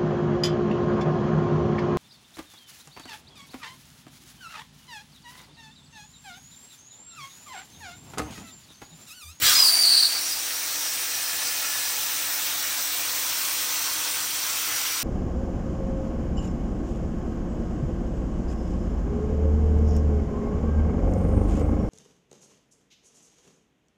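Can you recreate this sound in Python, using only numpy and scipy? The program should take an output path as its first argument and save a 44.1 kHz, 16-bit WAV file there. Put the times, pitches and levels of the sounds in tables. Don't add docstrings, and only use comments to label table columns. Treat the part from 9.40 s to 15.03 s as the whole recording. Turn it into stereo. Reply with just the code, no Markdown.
import sys
import numpy as np
from scipy import signal
from scipy.fft import rfft, irfft
from scipy.io import wavfile
from scipy.ndimage import uniform_filter1d

SR = 44100
rng = np.random.default_rng(int(sys.argv[2]) if len(sys.argv) > 2 else 0)


def wav_record(signal):
    frames = np.transpose(np.atleast_2d(signal))
    bounded = np.clip(frames, -1, 1)
    quanta = np.round(bounded * 32767).astype(np.int16)
    wavfile.write(sys.argv[1], SR, quanta)


N = 248283

# [Hz, dB per Hz]
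HISS_COLOUR = [(40, -26), (56, -10.5), (120, -15), (200, -16.5), (360, -12), (450, -19), (485, -6),
               (520, -8), (580, -8.5), (660, -7), (800, -4), (1000, -2), (1400, -0.5), (3100, 0),
               (4600, -0.1), (5000, -1.3), (5350, 0.5), (5900, 2), (6200, 0.7), (6600, -2.6), (7100, -4),
               (8500, -1.5)]
# [Hz, dB per Hz]
TOP_COLOUR = [(9400, -2), (10200, -4), (10900, -.5), (11600, -2.5), (13200, -5.5), (15000, -2.5),
              (16500, -4)]
# [Hz, dB]
SIDE_BALANCE = [(60, 0), (250, -1), (1000, 0), (3200, 0), (3800, -2), (4450, -1.5), (5100, 2), (6400, 3.5),
                (7600, 2), (8500, -1), (9400, -5), (10350, 0)]
# [Hz, -1 to 1]
LEFT_RIGHT_LIKENESS = [(60, .95), (150, .88), (270, .8), (400, .6), (700, .3), (900, .05), (3900, .15),
                       (4900, -.1), (5500, .1), (7700, .25), (9000, -.2), (9800, .2), (10250, -.3),
                       (10450, -1), (12300, -1), (12500, -.5), (12900, .1), (13400, .9), (13900, 1),
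                       (15200, .98), (15800, .7)]
# [Hz, radians]
SIDE_LEAD = [(130, 0), (260, .3), (520, 1.2), (700, .3)]
ADDED_LIKENESS = .36
SHIFT_S = 1.1
HOP = 128


def jet():
    frames = N // HOP + 5
    starts = np.arange(frames) * HOP
    t = starts / SR
    f = np.fft.rfftfreq(512, 1 / SR)[:, None]
    a, b, c, d, patches = rng.standard_normal((frames, 257, 5)).T
    left, other = a + 1j * b, c + 1j * d
    patches = uniform_filter1d(patches, size=10, axis=0)
    patches = evened(uniform_filter1d(patches, size=16, axis=1))
    flutter = wander(42)[np.minimum(starts, N - 1)]
    level_db = jet_level(t, f)
    early = np.exp(-t / 0.32)
    level_db += (1.14 + 1.1 * early) * patches
    level_db += 0.42 * flutter * read([(1000, 0.26), (4000, 0.75)], f)

    same = read(LEFT_RIGHT_LIKENESS, f)
    start, drift = rng.random((len(f), 2, 1)).transpose(1, 0, 2)
    turns = start + (drift - .5) * t / (2 * SHIFT_S)
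    added = ADDED_LIKENESS * (1 - same ** 2) ** 2 * np.exp(2j * np.pi * turns)
    same = same * np.exp(1j * read(SIDE_LEAD, f) * (f < 900)) + added
    right = same * left + np.sqrt(np.maximum(1 - abs(same) ** 2, 0)) * other
    balance_db = np.multiply.outer([.5, -.5], read(SIDE_BALANCE, f))
    spectra = np.array([left, right]) * gain_of(level_db + balance_db)
    sound = signal.istft(spectra, nperseg=512, noverlap=512 - HOP)[1][:, :N]

    fine = np.fft.rfftfreq(N, 1 / SR)
    depth_db = read([(60, 1.1), (400, 3.5), (900, 2.5), (1300, 5.1), (3000, 3.34), (16000, 3.94)], fine)
    coloured = rfft(sound) * gain_of(read(HISS_COLOUR + TOP_COLOUR, fine) - 11.0)
    out = 0
    for k, ripple in enumerate(rng.standard_normal((7, 1400))):
        ripple_db = depth_db * np.interp(fine, np.arange(1400) * 12., ripple)
        fade = np.maximum(1 - abs(np.arange(N) / SR / SHIFT_S - k), 0)
        out = out + fade * irfft(coloured * gain_of(ripple_db), N)
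    return out


# [s, dB, dB]
STEADY_JET = [(0.03, -37, 11.5), (0.35, -31, 1), (0.62, -33.5, -0.5), (0.75, -33, -1.5), (1.2, -34, -0.5),
              (2.0, -32.5, -1), (2.85, -33, 2), (3.4, -33, 0.5), (4.2, -31.5, -0.5), (4.88, -32.5, -1),
              (5.1, -31.5, -1), (5.63, -31.5, -2)]
# [Hz, 0 to 1]
BODY_SHARE = [(700, 1), (1000, 0.71), (3500, 0.61), (5200, 0.03)]
BODY_DB, BODY_DIPS = -5, 0.34
# [Hz, 0 to 1]
TREBLE_SHARE = [(9000, 0.058), (12000, 1)]
# [Hz, dB, s]
FIRST_BLAST = [(910, -31, 0.12), (1190, -31, 0.16), (2020, -20.5, 0.05), (2700, -26, 0.076),
               (3600, -23, 0.15), (5000, -23, 0.13), (8700, -26, 0.21), (13000, -29, 0.1)]
BLAST_RISE_S, BLAST_FALL_DB_PER_S = 0.037, 90
VALVE_S, OPEN_DB_PER_S = 0.0225, 2300
# [Hz, Hz, dB]
PUFF_BANDS = [(5450, 550, -33), (9000, 2000, -35)]
PUFF_S, PUFF_SPREAD_S = 0.865, 0.081
# [Hz, 0 to 1]
WASH_SHARE = [(700, 0.83), (1000, 0.065)]
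WASH_DB = -35.5
# [Hz, 0 to 1]
WASH_DIP_SHARE = [(250, 0.99), (500, 0.62), (800, 0.32)]
# [s, dB]
BACKGROUND_SWELL = [(0, 10), (0.2, 6), (0.75, -1), (1.5, -0.5), (2.5, 2), (5.63, 2)]


def jet_level(t, f):
    hiss_db, top_db = played(STEADY_JET, t)
    dip_db, = played(BACKGROUND_SWELL, t)
    body_db = read(BODY_SHARE, f) * (BODY_DB + BODY_DIPS * dip_db)
    steady_db = hiss_db + body_db + read(TREBLE_SHARE, f) * top_db

    hz, blast_db, held_s = np.transpose(FIRST_BLAST)
    falling_s = np.maximum(t - np.interp(f, hz, held_s), 0)
    surge_db = np.interp(f, hz, blast_db) - BLAST_FALL_DB_PER_S * falling_s
    rise = np.clip(t / (VALVE_S + BLAST_RISE_S), 0, 1)

    bands = sum(gain_of(2 * db) * np.exp(-((f - mid_hz) / width) ** 2) for mid_hz, width, db in PUFF_BANDS)
    puff = np.exp(-((t - PUFF_S) / PUFF_SPREAD_S) ** 2) * bands

    power = gain_of(2 * steady_db) + rise * gain_of(2 * surge_db) + puff
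    air_db = 10 * np.log10(power) - OPEN_DB_PER_S * np.maximum(VALVE_S - t, 0)
    wash = np.clip(read(WASH_SHARE, f), 0, 1)
    wash_db = WASH_DB + read(WASH_DIP_SHARE, f) * dip_db
    return wash * wash_db + (1 - wash) * air_db


# [s, Hz, Hz]
SCREECH_PITCH = [(0.15, 5060, 110), (0.21, 5020, 130), (0.222, 5130, 450), (0.26, 5100, 700),
                 (0.29, 5050, 900), (0.315, 4760, 190), (0.4, 4770, 240), (0.41, 4720, 120),
                 (0.428, 4720, 140), (0.445, 4860, 640), (0.55, 4900, 820), (0.65, 4920, 800),
                 (0.7, 5000, 900), (0.8, 4900, 900)]
# [s, s, dB]
SCREECH_FALTERS = [(0.164, 0.017, 1), (0.211, 0.0041, -13), (0.319, 0.014, -8), (0.346, 0.0065, -4),
                   (0.384, 0.018, -6.5), (0.42, .008, -1), (.431, 0.0043, -4), (0.686, 0.0046, -8),
                   (0.742, .01, -9)]
# [s, s, Hz, Hz, dB]
TONE_CHIRPS = [(.016, .022, 3080, 150, -33), (.03, .1, 3500, 280, -34), (.06, .11, 5700, 150, -33),
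               (.062, .035, 5050, 300, -25), (.742, .038, 4760, 130, -33), (.905, .04, 5080, 280, -33.5),
               (.96, .03, 5050, 500, -40)]
SCREECH_S, ATTACK_S = .151, .007
SCREECH_DB, CALM_DB, CALM_HZ = -20.5, 5, 200
MELT_S, DROP_DB, DROP_S = 0.64, -3.5, 0.036
TAIL_DB_PER_S, TAIL_END_S = 94, 1
RAGGED_DB, RAGGED_S = 2.5, .1
OCTAVE_S, OCTAVE_OPEN_S = .205, .03
OCTAVE_PURE_DB, OCTAVE_DB, OCTAVE_SAG_DB_PER_S = -22, -8, 4
LOWER_S, LOWER_LENGTH_S, LOWER_HZ, LOWER_DB = .157, .085, 4080, -31


def screech():
    t = np.arange(SR) / SR
    after = np.maximum(t - MELT_S, 0)
    db = SCREECH_DB + DROP_DB * np.minimum(after / DROP_S, 1) - TAIL_DB_PER_S * after
    db += sum(change_db * np.exp(-((t - s) / half) ** 2) for s, half, change_db in SCREECH_FALTERS)
    db += RAGGED_DB * np.minimum(after / RAGGED_S, 1) * wander(40, count=SR)
    gate = np.clip(np.minimum(t - SCREECH_S, TAIL_END_S - t) / ATTACK_S, 0, 1)

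    opened = np.clip((t - OCTAVE_S) / OCTAVE_OPEN_S, 0, 1)
    open_db = OCTAVE_DB - OCTAVE_SAG_DB_PER_S * (t - OCTAVE_S)
    octave_db = OCTAVE_PURE_DB + opened * (open_db - OCTAVE_PURE_DB)
    upper_hz, slips = played(SCREECH_PITCH, t)
    level = gain_of(db + CALM_DB * np.exp(-slips / CALM_HZ))
    out = gate * level * slipping(upper_hz, slips, octave_db)

    for s, length, hz, slip, chirp_db in TONE_CHIRPS:
        swell = np.sqrt(abs(arch(t, s, length)))
        out += gain_of(chirp_db) * swell * slipping(hz, slip, OCTAVE_PURE_DB)

    lower_hz = LOWER_HZ + 70 * wander(120, count=SR)
    lower = np.sin(2 * np.pi * np.cumsum(lower_hz) / SR)
    out += gain_of(LOWER_DB) * arch(t, LOWER_S, LOWER_LENGTH_S) * lower
    return np.pad(out, (0, N - SR))


def slipping(hz, slip, octave_db):
    chance = flicker(300)
    deep = .04 * np.clip(chance, 0, 2.6) ** 2
    slipped_hz = abs(slip) * ((1 + np.tanh(.5 * chance)) / 2 + deep - .04)
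    turns = np.cumsum(hz - slipped_hz) / SR
    throb = 1 + np.minimum(abs(slip) / 400, .5) * np.tanh(flicker(170))
    return throb * (np.sin(2 * np.pi * turns) + gain_of(octave_db) * np.sin(4 * np.pi * turns))


# [Hz, dB, s]
ROOM_MODES = [(58.5, -44, .3), (94, -34.5, 0.17), (118, -44, 0.28), (177, -41.5, 0.33)]
THUD_S = 0.023
RUSH_START_HZ, RUSH_END_HZ, RUSH_SINK_S = 2270, 890, 0.1
RUSH_DB, RUSH_HOLD_S, RUSH_FALL_DB_PER_S = -33, 0.23, 202
DRONE_HZ, DRONE_WIDTH_HZ, DRONE_DB = 697, 72, -46
DRONE_S, DRONE_LENGTH_S = 0.14, 0.55


def valve():
    t = np.arange(SR) / SR
    age = np.maximum(t - THUD_S, 0)
    hz = RUSH_END_HZ + (RUSH_START_HZ - RUSH_END_HZ) * np.exp(-age / RUSH_SINK_S)
    rush_db = RUSH_DB - RUSH_FALL_DB_PER_S * np.maximum(t - RUSH_HOLD_S, 0)
    rush = np.minimum(age / 0.0053, 1) * gain_of(rush_db) * resonant_noise(hz, 270)
    thud = sum(gain_of(db - 60 * age / t60) * np.sin(2 * np.pi * f * age) for f, db, t60 in ROOM_MODES)
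    drone = resonant_noise(np.full(SR, DRONE_HZ), DRONE_WIDTH_HZ)
    drone *= gain_of(DRONE_DB) * arch(t, DRONE_S, DRONE_LENGTH_S)
    return np.pad(rush + thud + drone, ((0, 0), (0, N - SR)))


def resonant_noise(hz, width):
    return np.array([evened(resonate(rng.standard_normal(SR), hz, width)) for _ in range(2)])


def resonate(x, hz, width):
    turn = np.exp(2j * np.pi * np.cumsum(hz) / SR)
    r = np.exp(-np.pi * width / SR)
    once = signal.lfilter([1 - r], [1, -r], x / turn)
    return (turn * signal.lfilter([1 - r], [1, -r], once)).real


# [Hz, dB, Hz]
FAN_TONES = [(121, -69, 2), (302.3, -55.5, .4), (493, -62.5, 3)]


def fan():
    t = np.arange(N) / SR
    swell_db, = played(BACKGROUND_SWELL, t)
    out = np.zeros((2, N))
    for hz, db, waver in FAN_TONES:
        phase = 2 * np.pi * (hz * t + np.cumsum(waver * wander(1.71)) / SR + rng.random())
        out += gain_of(db + 1.2 * wander(2)) * np.sin(phase + np.array([[.3], [-.3]]))
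    return out * gain_of(swell_db)


def garage(x, t60):
    taps = np.zeros((2, SR // 2))
    at = np.arange(100, SR // 2 - 20, 20)
    at = at + rng.integers(0, 20, (2, len(at)))
    np.put_along_axis(taps, at, rng.choice([-1., 1.], at.shape), 1)
    taps *= gain_of(-60 * np.arange(SR // 2) / SR / t60)
    return signal.fftconvolve(x[None], taps / np.linalg.norm(taps[0]), axes=1)[:, :N]


def gain_of(db):
    return 10 ** (np.asarray(db) / 20)


def evened(x):
    return x / np.sqrt(np.mean(abs(x) ** 2) + 1e-20)


def read(points, hz):
    f, value = np.transpose(points)
    return np.interp(np.log(hz + 1), np.log(f + 1), value)


def played(rows, t):
    s, *columns = np.transpose(rows)
    return [np.interp(t, s, c) for c in columns]


def wander(hz, count=N):
    return evened(signal.lfilter(*signal.butter(2, min(hz, 5000), fs=SR), rng.standard_normal(count)))


def flicker(hz):
    quick = wander(hz, count=SR)
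    return evened(quick - uniform_filter1d(quick, size=1200))


def arch(t, start, length):
    return np.sin(np.pi * np.clip((t - start) / length, 0, 1))


# level_db at the left, then right port [dB]
FLOOR_DB = [-6, -9]
FLOOR_S = 1 / 245
ECHOES_DB, GARAGE_T60_S = -3, .2


def scene():
    tone = screech()
    direct = np.array([tone, np.roll(tone, shift=2)])
    bounce = gain_of(FLOOR_DB)[:, None] * np.roll(tone, shift=round(FLOOR_S * SR))
    heard = direct + bounce + gain_of(ECHOES_DB) * garage(tone, GARAGE_T60_S)
    balance_db = np.multiply.outer([.5, -.5], read(SIDE_BALANCE, np.fft.rfftfreq(N, 1 / SR)))
    lifted = gain_of(5.5) * irfft(rfft(heard) * gain_of(balance_db), N)
    return lifted + jet() + valve() + fan()


EDGE_HZ = 15880


def record(dry):
    dry = signal.sosfilt(signal.butter(4, 45, "high", fs=SR, output="sos"), dry)
    rounded = dry / (1 + (abs(dry) / .85) ** 6) ** (1 / 6)
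    lowpass = signal.firwin(1023, EDGE_HZ, window=("kaiser", 9), fs=SR)
    return signal.oaconvolve(rounded, lowpass[None], "same")


dry = scene()
out = record(dry)
wav_record(out)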